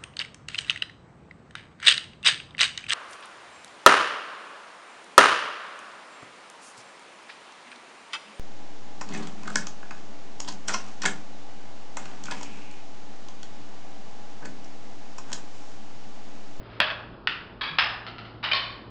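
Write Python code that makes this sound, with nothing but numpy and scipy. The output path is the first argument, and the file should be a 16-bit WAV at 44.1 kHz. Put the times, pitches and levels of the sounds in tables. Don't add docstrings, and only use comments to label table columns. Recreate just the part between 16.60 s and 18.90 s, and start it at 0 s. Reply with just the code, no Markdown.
import sys
import numpy as np
from scipy import signal
from scipy.fft import rfft, irfft
from scipy.io import wavfile
from scipy.ndimage import uniform_filter1d

SR = 44100
rng = np.random.default_rng(int(sys.argv[2]) if len(sys.argv) > 2 else 0)


def volts_from_decibels(level):
    exponent = np.asarray(level, float) / 20
    return 10 ** exponent


def persist_wave(psi):
    counts = np.round(np.clip(psi, -1, 1) * 32767).astype(np.int16)
    wavfile.write(sys.argv[1], SR, np.atleast_2d(counts).T)


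N = 101429
LEAD = SR // 2
CIRCLE_HZ = abs(np.fft.fftfreq(16384, 1 / SR))

# start_s, direct_peak_db, walls_db, hall_db
BEFORE_BLOWS = [
    (-.3, -40, -60, -26.5),
    (.03, -44, -74, -48),
    (.1, -42, -81, -44.5),
]
FIRST_BLOWS = [
    (0.2015, 0.5, -19.5, -23.5),
    (0.2036, -3, -60, -63.5),
    (.2105, -11.5, -65, -59),
    (0.2155, -9.5, -60, -56.5),
    (0.3017, -15, -29.5, -54),
]
SECOND_BLOWS = [
    (.6722, -7.5, -25.5, -29),
    (.6743, -19, -54, -58.5),
]
ACROSS_BLOWS = [
    (1.0104, -19.5, -31, -26),
]
THIRD_BLOWS = [
    (1.1845, -6, -17.5, -20.5),
]
TAP_BLOWS = [
    (1.4655, -21.5, -37, -41),
    (1.5826, -25, -41.5, -43.5),
    (1.652, -30, -51, -47),
]
FAR_BLOWS = [
    (1.8285, -28.5, -33, -29.5),
    (1.834, -32, -27, -29),
]
RATTLE_BLOWS = [
    (1.9138, -13, -36, -33),
    (1.9183, -10, -32, -31),
]
LAST_BLOWS = [
    (1.9316, -9, -24, -25),
    (1.9415, -26, -29, -28.5),
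]
# pitch_hz, width_hz, level_db
BEFORE_MODES = [(1360, 410, -8), (2400, 1200, -17), (3330, 130, -13.5), (5030, 140, -24.5)]
FIRST_MODES = [(603, 40, -4), (1130, 110, -5), (1650, 220, 0), (2610, 180, 0), (3050, 140, -5),
               (3380, 240, -3), (4450, 200, -14)]
SECOND_MODES = [(750, 150, -18), (1450, 160, 0), (1860, 220, -1), (2550, 200, -2), (2950, 300, 0),
                (3540, 250, -7), (4600, 200, -15)]
ACROSS_MODES = [(1220, 470, -2), (1700, 70, 5), (2310, 170, 1), (2540, 71, -1), (3320, 80, 7),
                (3600, 130, -17), (3770, 360, -2), (4630, 180, -5.5)]
THIRD_MODES = [(820, 310, -16), (1184, 61, 1.5), (1744, 93, 7.5), (2414, 43, -7), (2680, 440, 3.5),
               (3450, 600, -2.5), (4120, 300, -10), (5140, 260, -2.5)]
TAP_MODES = [(740, 230, -1.5), (1350, 110, 5.5), (2030, 80, -1.5), (2790, 200, -2), (3070, 98, 0.5),
             (4260, 160, -5.5)]
FAR_MODES = [(1100, 62, -7.5), (1560, 140, -23), (1700, 44, -6.5), (2365, 40, -4.5), (2914, 66, 1),
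             (3815, 20, -2), (4730, 47, -34)]
RATTLE_MODES = [(635, 96, -16), (1480, 160, -14), (2380, 110, 0), (3050, 130, -2), (4790, 200, -18)]
LAST_MODES = [(600, 75, -12.5), (1100, 10, -1.5), (1836, 71, -8.5), (2530, 120, -5.5), (3044, 220, -3),
              (3640, 42, -1.5), (4080, 67, -3.5), (4455, 150, -6), (5230, 420, -16)]
# level_db, lowest_hz, spread_s
PAIR_CRACKS = [
    (-6, 550, .003),
    (-11, 860, 0.002145),
    (-10, 1080, 0.0018),
    (-9, 1000, .004),
    (-3.5, 820, .004),
    (-6.5, 1800, 0.00289),
    (-11.5, 820, 0.0041),
    (-19, 1700, 0.003083),
    (-15.5, 1530, 0.00391),
]


def stick_blows(mix):
    pairs = [
        (BEFORE_BLOWS, BEFORE_MODES), (FIRST_BLOWS, FIRST_MODES), (SECOND_BLOWS, SECOND_MODES),
        (ACROSS_BLOWS, ACROSS_MODES), (THIRD_BLOWS, THIRD_MODES), (TAP_BLOWS, TAP_MODES),
        (FAR_BLOWS, FAR_MODES), (RATTLE_BLOWS, RATTLE_MODES), (LAST_BLOWS, LAST_MODES)]
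    for (blows, modes), crack in zip(pairs, PAIR_CRACKS):
        direct, diffuse = clack(modes, *crack)
        for start_s, direct_db, walls_db, hall_db in blows:
            add(mix, start_s, volts_from_decibels(direct_db) * direct)
            add(mix, start_s, signal.fftconvolve(gym(walls_db, hall_db), diffuse))


# pitch_hz, level_db (per Hz)
CRACK_SPECTRUM = [(150, -20), (600, 3), (1600, 4), (3000, 0.5), (4200, -4.5), (5300, -8.5), (7000, -21.5)]


def clack(modes, crack_db, lowest_hz, spread_s):
    grip_hz = 60
    blur_hz = 89.5
    band_hz = 352.7
    hz = np.fft.rfftfreq(16384, 1 / SR)
    late_s = spread_s * np.interp(hz / band_hz, np.arange(80), rng.random(size=80) ** 1.425)
    delay_turn = np.exp(-2j * np.pi * np.cumsum(late_s) * hz[1])
    high_pass = 1 / (1 + (lowest_hz / (CIRCLE_HZ + 1)) ** 6)
    crack_power = volts_from_decibels(crack_db + read(CRACK_SPECTRUM, CIRCLE_HZ)) ** 2 * high_pass
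    sounds = []
    for damp_hz in grip_hz, grip_hz + blur_hz:
        power = crack_power.copy()
        for pitch_hz, width_hz, level_db in modes:
            damped_hz = width_hz + damp_hz
            peak = volts_from_decibels(level_db) ** 2 * (width_hz + grip_hz) / damped_hz
            power += peak / (1 + (2 * (CIRCLE_HZ - pitch_hz) / damped_hz) ** 2) ** 2
        click = rfft(causal(np.sqrt(power)), 16384)
        sounds.append(irfft(click * delay_turn)[:4096])
    direct, diffuse = sounds
    return direct / abs(direct).max(), diffuse / np.linalg.norm(diffuse)


# pitch_hz, t60_s
HALL_DECAY = [(300, 1), (700, 1), (1400, 0.72), (2800, 0.57), (5000, 0.54)]


def gym(walls_db, hall_db):
    walls_t60_s, walls_gap_s, hall_rise_s = 0.15, 0.003, 0.024
    t = np.arange(SR + SR // 2) / SR
    taps = rng.standard_normal(len(t)) * (rng.random(len(t)) < .06 + 4 * t)
    taps /= np.sqrt(np.minimum(0.042 + 4 * t, 1))
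    hz, when_s, bands = signal.stft(taps, SR, nperseg=256)
    decay = volts_from_decibels(-60 * when_s / read(HALL_DECAY, hz)[:, None])
    hall = signal.istft(bands * decay, SR, nperseg=256)[1][:len(t)]
    walls = taps * volts_from_decibels(walls_db - 60 * t / walls_t60_s) * (t > walls_gap_s)
    return walls + volts_from_decibels(hall_db) * hall * (1 - np.exp(-t / hall_rise_s))


# level_db, pitch_hz, t60_s
LOOSE_STICK = (-26.5, 1088, 0.44)


def loose_stick(mix):
    level_db, pitch_hz, t60_s = LOOSE_STICK
    t = np.arange(8192) / SR
    decay = volts_from_decibels(level_db - 60 * t / t60_s)
    fade = np.minimum(t / .02, 1) * np.cos(np.pi * t / (2 * t[-1]))
    add(mix, LAST_BLOWS[0][0], decay * fade * np.sin(2 * np.pi * pitch_hz * t))


def forearm_thud(mix):
    level_db, pitch_hz, t60_s = -30.5, 205, 0.061
    t = np.arange(8192) / SR
    add(mix, FIRST_BLOWS[0][0], volts_from_decibels(level_db - 60 * t / t60_s) * np.sin(2 * np.pi * pitch_hz * t))


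# start_s, level_db, pitch_hz, swell_s
FOOT_LANDING = (1.095, -41, 160, .025)


def footstep(mix):
    start_s, level_db, pitch_hz, swell_s = FOOT_LANDING
    t = np.arange(8192) / SR
    swell = np.e * t / swell_s * np.exp(-t / swell_s)
    add(mix, start_s, volts_from_decibels(level_db) * swell * np.sin(2 * np.pi * pitch_hz * t))


# pitch_hz, level_db, wander_hz
FAN_TONES = [(52, -7, 2.7), (113.6, 1, 2.15), (189, -11.5, 8), (240.4, -15.5, 2.7)]
# start_s, level_db
HUM_LEVEL = [(0.0, -53.5), (0.17, -50.5), (0.52, -52), (0.61, -67), (0.95, -52), (1.09, -71), (1.12, -57.5),
             (1.24, -51), (2.14, -50), (2.2, -61), (2.26, -51), (2.3, -47)]


def fan():
    t = np.arange(N) / SR
    hum = np.zeros(N)
    for pitch_hz, level_db, wander_hz in FAN_TONES:
        drift = sum(np.exp(2j * np.pi * (wander_hz * rate * t + phase))
                    for rate, phase in rng.uniform(-0.974, 1, (12, 2)))
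        carrier = np.exp(2j * np.pi * pitch_hz * t)
        hum += volts_from_decibels(level_db) * evened(((7.5 + evened(drift)) * carrier).real)
    return hum * volts_from_decibels(np.interp(t, *np.transpose(HUM_LEVEL)))


# pitch_hz, level_db (per Hz)
ROOM_SPECTRUM = [(15, -26.5), (25, 2.5), (92, -1), (368, -1), (539, -6.5), (1410, -13), (2070, -34.5),
                 (2590, -24), (5300, -31.5), (6890, -73), (11700, -120)]


def room_wash():
    level_db, patch_db = -47, 1
    hz = np.fft.rfftfreq(2048, 1 / SR)
    real, imaginary, patches = rng.standard_normal((N // 512 + 5, 1025, 3)).T
    patches = uniform_filter1d(patches, 16, 0)
    patches = evened(uniform_filter1d(patches, 8, 1))
    gain = volts_from_decibels(read(ROOM_SPECTRUM, hz)[:, None] + patch_db * patches) * (hz > 15)[:, None]
    noise = signal.istft((real + 1j * imaginary) * gain, nperseg=2048, noverlap=1536)[1][:N]
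    return volts_from_decibels(level_db) * evened(noise)


def evened(x):
    return x / np.sqrt(np.mean(abs(x) ** 2) + 1e-20)


def read(points, hz):
    f, value = np.transpose(points)
    return np.interp(np.log(hz + 1), np.log(f + 1), value)


def add(mix, start_s, sound):
    part = mix[LEAD + round(start_s * SR):][:len(sound)]
    part += sound[:len(part)]


def causal(gain, size=4096):
    log_spectrum = np.conj(signal.hilbert(np.log(gain + 1e-5)))
    return np.fft.ifft(np.exp(log_spectrum)).real[:size]


def scene():
    mix = np.zeros(N + LEAD)
    stick_blows(mix)
    loose_stick(mix)
    forearm_thud(mix)
    footstep(mix)
    return (mix[LEAD:] + fan() + room_wash())[None]


def low_pass(x):
    return signal.sosfilt(signal.butter(12, 15800, fs=SR, output="sos"), x)


# pitch_hz, level_db
BAND_EDGE = [(5150, -0.5), (5500, -14.5), (5950, -10), (6300, -43.5), (6700, -90)]


def record(dry):
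    clip = .7
    band_filter = causal(volts_from_decibels(read(BAND_EDGE, CIRCLE_HZ)))
    narrow = signal.oaconvolve(dry, band_filter[None])[:, :N]
    return low_pass(np.clip(narrow, -clip, clip))


dry = scene()
out = record(dry)
persist_wave(out)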